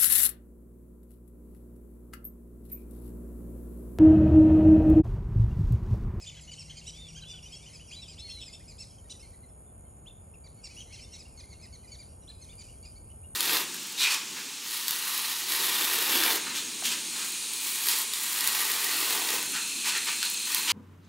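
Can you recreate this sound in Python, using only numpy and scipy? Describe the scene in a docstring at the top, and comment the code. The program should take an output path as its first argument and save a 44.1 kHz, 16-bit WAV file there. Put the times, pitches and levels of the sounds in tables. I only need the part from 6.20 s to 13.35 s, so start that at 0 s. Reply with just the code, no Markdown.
"""A flock of whistling ducks in tall trees peeps and whistles over one another.
Each note is a pitch that rises and falls, with a few overtones; the tree trunks scatter it into a short tail.
Fainter ducks chatter farther off, and cicadas buzz towards one side as a rapidly pulsed band of noise.
A narrower insect trill, also filtered noise, sits straight ahead.
Far traffic lies underneath: low rumble, wide airy noise and an engine note that fades."""
import sys
import numpy as np
from scipy import signal
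from scipy.fft import rfft, irfft
from scipy.io import wavfile
from scipy.ndimage import uniform_filter1d

SR = 44100
rng = np.random.default_rng(int(sys.argv[2]) if len(sys.argv) > 2 else 0)


def persist_wave(psi):
    """Save psi, clipped to +-1, as 16-bit WAV."""
    counts = np.round(np.clip(psi, -1, 1) * 32767).astype(np.int16)
    wavfile.write(sys.argv[1], SR, np.atleast_2d(counts).T)


N = 315315  # samples in the scene
LEAD = SR // 2  # extra samples of chatter before the start, whose tail still hangs in the trees


def gain_of(db):
    """Turns decibels into a multiplying factor."""
    return 10 ** (np.asarray(db) / 20)


def evened(x):
    """Scales a sound to an average strength (rms) of 1."""
    return x / np.sqrt(np.mean(x ** 2) + 1e-20)


def read(points, hz):
    """Reads a spectrum table between its points, on a log-frequency axis."""
    point_hz, value = np.transpose(points)
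    return np.interp(np.log(hz + 1), np.log(point_hz + 1), value)


def coloured(x, points, turn=((1, 0), (2, 0))):
    """Filters by a (Hz, dB) table and turns the phase by a (Hz, radians) table."""
    hz = np.fft.rfftfreq(len(x), 1 / SR)
    response = gain_of(read(points, hz)) * np.exp(1j * read(turn, hz))
    return irfft(rfft(x) * response, len(x))


def wander(count, per_s):
    """Makes a random drift of rms 1 by smoothing noise twice; a higher per_s drifts faster."""
    size = max(int(SR / per_s), 1)
    once = uniform_filter1d(rng.standard_normal(count), size)
    return evened(uniform_filter1d(once, size))


def level_at(t, points, drift_db=0):
    """Follows a (start_s, level_db) table over time, plus any drift, as a factor."""
    return gain_of(np.interp(t, *np.transpose(points)) + drift_db)


def add(mix, s, sound):
    """Mixes a sound in at a time, cutting off whatever falls outside."""
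    at = round(s * SR)
    part = mix[max(at, 0):][:len(sound) + min(at, 0)]
    part += sound[max(-at, 0):][:len(part)]


# Low rumble of traffic, as a relative spectrum: pitch_hz, level_db (per Hz)
RUMBLE_SPECTRUM = [(12, -51), (20, -26), (24, -23), (35, -4), (65, 2.5), (91, 0), (113, -3.5), (200, -15),
                   (260, -33), (440, -120)]
# Airy noise ahead (mid), as a relative spectrum: pitch_hz, level_db (per Hz)
AIR_AHEAD = [(110, -39), (180, -4), (232, -4), (269, -7.5), (613, -11.5), (1480, -25), (1940, -33),
             (2180, -28), (2610, -31.5), (6400, -50), (8320, -86), (14100, -120)]
# Airy noise across (left against right), as a relative spectrum: pitch_hz, level_db (per Hz)
AIR_SIDEWAYS = [(18, -75), (30, -45), (84, -3), (161, -5), (236, -3), (309, -9), (694, -1.5), (1240, -14.5),
                (1670, -23.5), (6400, -66), (8320, -91), (14100, -120)]
# Slow swells, the air before its mid and side trims: start_s, rumble_level_db, air_level_db
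TRAFFIC_SWELL = [(0, -53, -64.5), (2.3, -52, -62.5), (3.2, -53, -62.5), (7.15, -51, -62)]
# One far engine note, before its pitch and strength waver: start_s, pitch_hz, level_db
ENGINE_NOTE = [(0, 157, -58), (.3, 155, -57), (1.0, 156, -55), (1.5, 157, -61.5), (2.0, 158, -63.5),
               (3.0, 160, -69.5), (4.5, 160, -72), (7.15, 160, -80)]


def traffic():
    """Far traffic: shaped noise for rumble and air, and one wavering tone for an engine."""
    t = np.arange(N) / SR
    s, rumble_db, air_db = np.transpose(TRAFFIC_SWELL)
    rumble = gain_of(np.interp(t, s, rumble_db)) * evened(coloured(rng.standard_normal(N), RUMBLE_SPECTRUM))
    ahead = gain_of(1.5) * evened(coloured(rng.standard_normal(N), AIR_AHEAD))
    sideways = gain_of(-0.5) * evened(coloured(rng.standard_normal(N), AIR_SIDEWAYS))
    air = gain_of(np.interp(t, s, air_db)) * np.array([ahead, sideways])

    s, hz, db = np.transpose(ENGINE_NOTE)
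    pitch_hz = np.interp(t, s, hz) + 3.53 * wander(N, 17.4)
    turns = np.cumsum(pitch_hz) / SR
    throb_db = 2.2 * wander(N, 14)
    engine = np.sqrt(2) * gain_of(np.interp(t, s, db) + throb_db) * np.sin(2 * np.pi * turns)
    return air + np.array([rumble + engine, gain_of(-12.5) * engine])


# Slow loudness of the trill, before its throbs: start_s, level_db
TRILL_LEVEL = [(0, -65.5), (3, -73), (4.2, -70.5), (5.9, -71.5), (7.15, -72.5)]
# Narrow band of the trill, as a relative spectrum: pitch_hz, level_db (per Hz)
TRILL_SPECTRUM = [(6200, -32), (6550, -16), (6750, 5.5), (7150, 4.5), (7350, -4), (7600, -37)]


def trill():
    """An insect's scraping straight ahead: a narrow band of noise in uneven throbs."""
    throb = level_at(np.arange(N) / SR, TRILL_LEVEL, 1.3 * wander(N, 120))
    return throb * evened(coloured(rng.standard_normal(N), TRILL_SPECTRUM))


# Band of the cicadas' buzz, as a relative spectrum: pitch_hz, level_db (per Hz)
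CICADA_SPECTRUM = [(7000, -50), (7600, -60), (8000, -30), (8700, -13.5), (9300, -5.5), (10000, 1),
                   (10500, -6), (10900, -16.5), (11500, -39)]
# How far the left is ahead of the right (negative: behind): pitch_hz, phase_radians
CICADA_LEFT_LEAD = [(8000, 0), (8500, -.2), (9130, -1.9), (10200, -3.14), (10700, -3.7)]
# Slow loudness of the buzz, before a small drift: start_s, level_db
CICADA_LOUDNESS = [(0, -59.5), (2, -58.5), (3.5, -55.5), (5, -56.5), (7.15, -53)]
CICADA_PER_S = 138.5  # pulses a second, before a slight drift


def cicadas():
    """Noise pulsed by two drums that buckle in turn; it reaches left and right out of step."""
    t = np.arange(N) / SR
    turns = CICADA_PER_S * t + .1 * wander(N, 2)
    # the half-rate part makes every other pulse stronger
    beat = (1 + .27 * np.cos(2 * np.pi * turns) + .17 * np.cos(np.pi * turns)
            + .15 * np.cos(4 * np.pi * turns))
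    rasp = beat * rng.standard_normal(N)
    right_turn = [(hz, -angle) for hz, angle in CICADA_LEFT_LEAD]
    left = evened(coloured(rasp, CICADA_SPECTRUM))
    right = evened(coloured(rasp, CICADA_SPECTRUM, right_turn))
    # a little separate noise makes the two sides less alike
    blur = evened(coloured(beat * rng.standard_normal(N), CICADA_SPECTRUM))
    level = level_at(t, CICADA_LOUDNESS, 1.0 * wander(N, 3.1))
    return level * np.array([left + 0.083 * blur, right - 0.04 * blur])


def voice(hz, stack, shake=0.0028, flutter_db=2.5, rasp=0.21):
    """Overtones on a pitch curve, slightly unsteady, with turbulence spreading noise around each."""
    turns = np.cumsum(hz * (1 + shake * wander(len(hz), 440))) / SR
    breath = gain_of(flutter_db * wander(len(hz), 226)) + rasp * wander(len(hz), 2500)
    return breath * sum(gain_of(db) * np.sin(2 * np.pi * k * turns + k * k) for k, db in stack)


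def peep(arch, stack):
    """The pitch swings up to a top and drops away, losing strength as it leaves the top."""
    top_s, top_hz, rise, start, fall, end, abrupt = arch
    t = np.arange(-rise, fall, 1 / SR)
    rising = 1 - (1 - start) * (t / rise) ** 2
    falling = 1 - (1 - end) * abs(t / fall) ** abrupt
    share = np.where(t < 0, rising, falling)  # pitch as a share of the top
    edges = np.sin(np.pi / 2 * np.clip(np.minimum((t + rise) / .014, (fall - t) / .009), 0, 1)) ** 2
    slack = gain_of(-32 * (1 - share))  # dB lost per share of pitch below the top
    return top_s - rise, edges * slack * voice(top_hz * share, stack)


# Loudness of the distant ducks, before the bill and trees: start_s, level_db
FAR_FLOCK_LEVEL = [(0, -58), (1.0, -60.5), (1.55, -60), (2.2, -62), (2.4, -66), (2.99, -68), (3.3, -86),
                   (4.22, -86), (4.46, -64), (4.62, -57.5), (5.12, -68.5), (5.67, -68.5), (5.95, -72),
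                   (6.31, -63), (7.15, -85)]
# Overtones of a distant peep, relative as the chatter is evened: overtone_number, level_db
FAR_OVERTONES = [(1, 5.4), (2, 5.4), (3, 5.4)]
FAR_PER_S = 51  # distant peeps a second


def far_flock():
    """Ducks farther off: peeps at random moments and pitches, already under way at the start."""
    out = np.zeros(LEAD + N)
    seconds = len(out) / SR
    for at, pitch, length, drop, size in rng.random((round(FAR_PER_S * seconds), 5)):
        rise_s, fall_s = .012 + .015 * drop, .016 + .02 * length
        end_share = .85 - 0.256 * drop
        arch = (at * seconds, 2100 + 1300 * pitch, rise_s, .8, fall_s, end_share, 2)
        s, sound = peep(arch, FAR_OVERTONES)
        add(out, s, gain_of(-12 * size) * sound)
    t = (np.arange(len(out)) - LEAD) / SR
    return level_at(t, FAR_FLOCK_LEVEL) * evened(out)


# How fast the tail among the trunks dies by 60 dB: pitch_hz, decay_s
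TRUNK_DECAY = [(1500, 0.3), (3000, 0.33), (5000, 0.46), (9000, 0.47)]
# Filter on the tail's sideways part: pitch_hz, level_db
TRUNK_SPREAD = [(1500, -25), (3000, -14), (4500, -30), (7000, -66), (9000, -21)]


def wood(x):
    """Sparse reflections off trunks, each band dying at its own speed; one tail ahead, one across."""
    taps = np.zeros((2, SR))
    # one reflection at a random place in every 30 samples
    at = np.arange(300, SR - 30, 30) + rng.integers(0, 30, (2, (SR - 301) // 30))
    np.put_along_axis(taps, at, rng.standard_normal(at.shape), 1)
    hz, t, bands = signal.stft(taps, SR, nperseg=256)
    build = np.clip(t / 0.021, 0, 1) ** 2  # the nearest trunks are some metres away
    decay = gain_of(-60 * t / read(TRUNK_DECAY, hz)[:, None])
    tail = signal.istft(bands * build * decay, SR, nperseg=256)[1]
    tail = tail / np.linalg.norm(tail[0])
    mid, side = signal.fftconvolve(x[None], tail, axes=1)[:, LEAD:LEAD + N]
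    return np.array([mid, coloured(side, TRUNK_SPREAD)])


# Long drawn whistles, one list each, before the bill: start_s, pitch_hz, level_db
LONG_WHISTLES = [
    [(0.735, 2970, -62), (0.745, 3390, -59), (0.815, 3660, -54.5), (0.879, 3390, -56.5), (0.891, 3070, -60),
     (0.925, 2110, -72)],
    [(1.03, 2120, -77), (1.042, 2730, -59), (1.062, 3380, -55), (1.104, 3540, -50), (1.168, 3410, -56),
     (1.2, 2660, -55)],
    [(1.705, 2060, -56), (1.732, 3250, -48), (1.75, 3500, -58), (1.769, 3990, -49), (1.819, 3940, -59),
     (1.833, 3570, -49), (1.875, 2900, -67)],
    [(1.965, 2094, -64), (1.989, 3720, -58), (2.031, 4270, -48.5), (2.093, 4324, -48.5), (2.199, 3920, -52),
     (2.227, 2970, -53), (2.245, 2180, -60)],
]


def whistle(rows):
    """A long, nearly pure note on a rounded pitch curve, with a faint octave."""
    s, hz, db = np.transpose(rows)
    t = np.arange(s[0], s[-1], 1 / SR)
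    hz = uniform_filter1d(np.interp(t, s, hz), size=400, mode="nearest")
    shape = np.sqrt(2) * gain_of(np.interp(t, s, db)) * signal.windows.tukey(len(t), .08)
    overtones = [(1, 0.0077), (2, -22)]  # overtone number, dB
    return s[0], shape * voice(hz, overtones, shake=0.0025, flutter_db=1.4)


# A throat resonance takes (distance from its centre / width) squared in dB: widths below and above
THROAT_BELOW_HZ, THROAT_ABOVE_HZ = 940, 905
# The lowest voices beat strong-weak, so their odd overtones are faint
HALF_BELOW_HZ, HALF_DB = 1750, -11.5
# Pure peeps swoop up from far below their top, reedy ones set in near it, and a long rise starts lower:
# start pitch share, its change per overtone of throat centre, per s of rise and per kHz above 3 kHz
START_SHARE, START_PER_OVERTONE, START_PER_S, START_HIGH = .68, .14, -5.5, -0.1385
ABRUPT = 2.5  # power of time in the fall: higher holds the top, then drops


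def near_peep(top_s, top_hz, rise, fall, end, db, centre):
    """A peep whose four overtones are weighted by a throat resonance."""
    k = np.arange(1, 5)
    width_hz = np.where(k < centre, THROAT_BELOW_HZ, THROAT_ABOVE_HZ)
    away = (k - centre) * top_hz / width_hz
    throat_db = -away ** 2 + HALF_DB * (k % 2) * (top_hz < HALF_BELOW_HZ)
    start = (START_SHARE + START_PER_OVERTONE * centre + START_PER_S * rise
             + START_HIGH * max(top_hz / 1000 - 3, 0))
    arch = (top_s, top_hz, rise, min(start, 1), fall, end, ABRUPT)
    return peep(arch, zip(k, db + throat_db - throat_db.max()))


# Near peeps, level of the strongest overtone before flutter and bill: top_s, top_pitch_hz, rise_s, fall_s,
# end_pitch (share of top), level_db, throat_centre (overtone number)
NEAR_PEEPS = [(.019, 2580, 0.011, .041, 0.5, -49, 2.2), (.079, 3585, 0.027, 0.031, 0.48, -45.5, 1.47),
              (.082, 3070, 0.029, 0.027, 0.93, -53.5, .4), (.155, 3020, .018, 0.028, 0.72, -57.5, .4),
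              (.179, 1670, 0.021, 0.027, 0.55, -51.5, 1.6), (.212, 2536, 0.0083, 0.055, 0.45, -53.5, 2.9),
              (0.286, 2970, 0.019, 0.024, 0.98, -48.5, 1.1), (0.329, 3100, .024, .02, 0.86, -50, .6),
              (.318, 2360, 0.0095, 0.039, .6, -49, 2.5), (.385, 3105, 0.014, 0.012, 0.56, -49, .7),
              (.398, 2750, 0.015, 0.038, 0.61, -43, 2.1), (.504, 1670, .012, 0.03, .69, -53, 2.4),
              (0.509, 3140, .022, .016, 0.87, -48, 1.2), (.573, 2230, .01, 0.047, 0.69, -52.5, 2.5),
              (.578, 2490, .018, 0.027, 0.83, -50.5, 2.2), (0.579, 3150, .014, 0.016, .95, -53, .6),
              (.622, 2830, .016, .016, 0.94, -54, .6), (.685, 3060, .022, 0.02, 0.97, -50.5, .5),
              (.684, 3975, 0.042, 0.024, 0.54, -50.5, 1.5), (.686, 2942, 0.025, 0.027, 0.57, -44.5, 2.05),
              (.742, 3300, 0.019, 0.026, 0.78, -58, .6), (.755, 2600, 0.009, 0.033, 0.74, -55, 2.05),
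              (.895, 2880, 0.017, .024, 0.57, -52, 2.05), (0.922, 2110, .004, .027, 1.6, -65, 2.2),
              (.973, 3236, .036, 0.038, .65, -51.5, 1.45), (.975, 2444, .018, .024, 0.73, -55.5, 2.05),
              (.975, 1613, .018, 0.019, 1.1, -58.5, .2), (1.02, 4050, .016, .024, 0.93, -51, 1.1),
              (1.03, 1590, 0.016, 0.024, 0.57, -50.5, 1.4), (1.087, 2540, 0.0093, 0.05, 0.87, -51.5, 2.27),
              (1.105, 2930, .014, .018, 0.88, -47, 1.75), (1.143, 1506, .018, 0.023, 0.68, -54, 1.4),
              (1.242, 2870, 0.019, 0.019, 0.79, -48, 1.8), (1.266, 3040, .017, 0.017, 1, -50.5, 1.35),
              (1.283, 3650, .008, .012, 1.05, -57, .7), (1.322, 2656, .008, .042, 0.72, -47.5, 2.25),
              (1.339, 3330, 0.023, 0.027, 0.84, -49.5, 1.1), (1.362, 2735, 0.018, 0.021, 1, -50, 2.1),
              (1.43, 3640, .008, 0.026, 0.81, -60.5, .9), (1.475, 3100, 0.023, 0.026, 0.5, -52, 1.3),
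              (1.535, 2620, 0.008, .044, 0.8, -49.5, 2.1), (1.618, 3030, 0.031, .016, 0.69, -52, 1.05),
              (1.688, 2830, 0.018, 0.022, 0.66, -53, 1.9), (1.72, 2070, 0.017, 0.024, 1.1, -59, 2.9),
              (1.733, 2445, 0.035, .04, 0.63, -52.5, 2.3), (1.742, 3310, .019, 0.015, 0.89, -54, .4),
              (1.795, 2490, 0.018, 0.013, 0.81, -61, .3), (1.833, 2760, 0.026, 0.018, 0.77, -50.5, 2.1),
              (1.896, 2520, 0.021, .057, .73, -50.5, 2.23), (1.9, 3200, 0.018, 0.016, 0.9, -53.5, .4),
              (1.997, 3560, 0.023, 0.019, 0.89, -49.5, .6), (1.999, 3140, .01, .017, .98, -56, 2.05),
              (2.005, 2705, 0.023, 0.016, .9, -48.5, 2.1), (2.061, 2230, 0.028, 0.038, .78, -62.5, .2),
              (2.11, 3600, .016, .019, .99, -55, .7), (2.112, 2745, 0.024, 0.018, 0.98, -46.5, 1.9),
              (2.122, 3300, 0.043, 0.01, 0.78, -52, 1.1), (2.175, 2190, .017, 0.021, 1.12, -60, -.4),
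              (2.212, 3480, .013, 0.029, 0.81, -46.5, 1.05), (2.226, 2660, .02, 0.023, 1.02, -48, 2.2),
              (2.228, 3640, 0.022, 0.023, 0.89, -52, .6), (2.264, 2550, 0.0093, 0.044, 0.73, -49, 2.3),
              (2.29, 2140, 0.021, 0.021, 0.97, -58.5, .2), (2.33, 2340, 0.016, 0.018, 0.96, -54, 2.9),
              (2.344, 2690, 0.023, 0.021, 0.97, -49.5, 2.1), (2.345, 3640, 0.019, 0.0158, 0.64, -49.5, .7),
              (2.421, 2120, .031, 0.0091, 0.55, -63.5, .2), (2.484, 2534, 0.0098, 0.047, 0.71, -51.5, 2.25),
              (2.597, 2270, 0.014, 0.049, 0.74, -54, 2.6), (2.605, 2704, 0.026, 0.046, 0.54, -45.5, 2.2),
              (2.604, 4180, 0.036, 0.02, 0.27, -60, .9), (2.782, 3160, 0.0072, 0.025, .93, -62.5, 1.4),
              (2.847, 1894, .01, .024, 0.98, -73, 1.2), (2.947, 2000, .019, .017, 0.93, -70, .4),
              (3.014, 2710, 0.025, 0.01, .61, -56.5, 1.95), (3.028, 2174, 0.0088, .034, 0.91, -60.5, 1.7),
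              (3.143, 2035, 0.019, 0.016, 0.83, -67, 1.05), (3.236, 2080, 0.015, .025, 0.91, -66.5, 1.4),
              (3.29, 2720, .01, .02, .9, -74, 2.1), (3.3, 3500, 0.018, 0.018, 0.94, -76, .6),
              (3.465, 3560, 0.0091, 0.057, 0.9, -81, .6), (3.65, 2140, .015, 0.025, 0.93, -77, .6),
              (3.66, 3150, 0.0072, 0.032, 0.94, -77, .6), (3.889, 3610, 0.037, 0.0056, .95, -51, 1.1),
              (3.897, 2780, .006, .014, 0.79, -59, .4), (4.145, 2715, .014, 0.021, 0.65, -62, .7),
              (4.248, 2355, .014, .036, .62, -57.5, 2.1), (4.379, 2250, .01, 0.032, 0.94, -65, 1.8),
              (4.439, 2416, 0.0095, 0.045, 0.55, -49, 2.35), (4.444, 2780, 0.01, 0.04, 0.7, -45.5, 2.1),
              (4.518, 2530, 0.037, 0.015, 0.8, -57.5, 1.15), (4.583, 4470, 0.009, .035, 0.83, -62, .9),
              (4.584, 2960, 0.027, 0.032, 1.07, -51, 1.4), (4.61, 3250, 0.016, 0.025, 0.66, -48, 1.4),
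              (4.708, 2210, .016, 0.024, 1.07, -61, .7), (4.735, 2140, 0.016, .04, 0.51, -54.5, 2.4),
              (4.735, 2840, .015, 0.036, 0.46, -56, 1.95), (4.749, 2790, .031, 0.0074, 0.96, -52, 1.6),
              (4.79, 3140, 0.03, 0.024, 0.61, -56.5, .5), (4.794, 2370, 0.012, 0.014, 1.4, -58, 1.5),
              (4.845, 3650, 0.015, 0.017, 0.93, -59, .8), (4.839, 2750, 0.043, 0.019, 0.94, -53.5, 2.1),
              (4.934, 2824, 0.02, 0.032, 0.73, -49.5, 1.98), (4.94, 2170, 0.014, 0.035, 0.94, -56, 2.3),
              (4.945, 1966, .02, .017, .7, -52.5, 2.9), (4.949, 3870, 0.021, .029, 0.65, -58, 1.4),
              (4.996, 2583, 0.013, 0.037, 0.58, -51, 2.15), (5.06, 2810, 0.015, 0.014, 0.87, -59, .8),
              (5.181, 2207, .015, 0.039, 0.54, -54, 2.5), (5.205, 2470, 0.013, .022, 0.62, -55.5, 1.9),
              (5.241, 2115, 0.015, 0.015, .94, -60, 1.2), (5.302, 2260, 0.0075, .045, 0.74, -57, 2.5),
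              (5.33, 2170, .016, .02, .97, -58.5, 1.6), (5.352, 2800, 0.018, .015, .9, -66, .8),
              (5.398, 2210, 0.0064, 0.043, .65, -62.5, 2.5), (5.43, 2570, 0.011, 0.037, 0.71, -51.5, 2.05),
              (5.435, 2120, 0.014, 0.034, 0.79, -60.5, 1.3), (5.475, 2660, 0.014, 0.011, 0.98, -66, .6),
              (5.53, 2230, 0.0096, .041, 0.76, -55.5, 2.4), (5.645, 2080, .018, 0.021, 0.81, -65, 1.4),
              (5.69, 2460, .022, 0.017, 0.88, -58, 2.05), (5.722, 2257, .012, 0.046, 0.6, -51.5, 2.4),
              (5.792, 2394, 0.011, 0.047, 0.61, -54.5, 2.1), (6.02, 2000, .008, 0.03, 0.79, -69, 2.5),
              (6.097, 4160, .028, 0.03, 0.37, -48.5, 1.25), (6.1, 1740, .015, .015, 1, -65, .2),
              (6.216, 2160, 0.0078, .045, 0.64, -55, 2.7), (6.309, 3620, .03, .012, .92, -58.5, 1.2),
              (6.335, 2900, 0.015, 0.011, 0.77, -59.5, .6), (6.388, 2400, 0.015, 0.044, 0.9, -55, 2.2),
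              (6.396, 2400, 0.011, 0.038, 0.46, -52, 2.6), (6.495, 2930, 0.02, 0.016, .82, -59, .5),
              (6.642, 2820, .012, 0.022, .79, -62, .95), (6.64, 2333, 0.018, 0.031, 0.57, -57, 2.3),
              (6.665, 2475, 0.025, 0.021, 0.85, -55, 2.05), (6.775, 2290, 0.024, 0.013, .99, -60, 2.2),
              (6.912, 3030, 0.023, 0.021, 0.7, -62.5, .8), (7.047, 2830, 0.027, .019, 1.04, -61.5, .3)]
# A squeak whose voice breaks into a dense stack: top_s, top_pitch_hz, rise_s, start_pitch (share of top),
# fall_s, end_pitch (share of top), fall_power (no unit)
SQUEAK_ARCH = (2.913, 1010, .022, .74, .02, .72, 2)
# The squeak's overtones, before flutter and bill: overtone_number, level_db
SQUEAK_OVERTONES = [(3, -55.5), (4, -46.5), (5, -56), (6, -47), (7, -51), (8, -61), (9, -49)]


def flock():
    """All the near ducks without the trees: peeps, long whistles and one squeak."""
    out = np.zeros(N)
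    for row in NEAR_PEEPS:
        add(out, *near_peep(*row))
    for rows in LONG_WHISTLES:
        add(out, *whistle(rows))
    add(out, *peep(SQUEAK_ARCH, SQUEAK_OVERTONES))
    return out


# A small bill radiates little bass: pitch_hz, level_db
BILL_FILTER = [(1000, -1), (1600, 0), (2000, 2), (2600, 2), (11000, 0.5)]
# The ducks reach left and right slightly out of step, as a side signal a quarter turn from the mid:
# pitch_hz, level_db
DUCK_SIDE = [(1500, -42), (2500, -14.5), (3500, -9.5), (4500, -14.5), (5500, -23), (6200, -76), (8000, -39),
             (10000, 9)]


def scene():
    """Mixes a mid (shared) and a side (difference) layer, then folds them to left and right."""
    ducks = coloured(np.pad(flock(), (LEAD, 0)), BILL_FILTER)
    far = coloured(far_flock(), BILL_FILTER)
    mid, side = wood(gain_of(-7.5) * ducks + far) + traffic()
    birds = mid + (ducks + gain_of(-13) * far)[LEAD:]  # mid also holds the traffic
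    quarter_turn = [(1, np.pi / 2), (2, np.pi / 2)]
    side = side + coloured(coloured(birds, BILL_FILTER), DUCK_SIDE, quarter_turn)
    mid = birds + trill()
    return np.array([mid + side, mid - side]) + cicadas()


def record(dry):
    """Limits the band: a steep low-pass filter removes what lies above about 11 kHz."""
    low_pass = signal.firwin(511, 11000, window=("kaiser", 9), fs=SR)
    return signal.oaconvolve(dry, low_pass[None], "same")


dry = scene()
out = record(dry)
persist_wave(out)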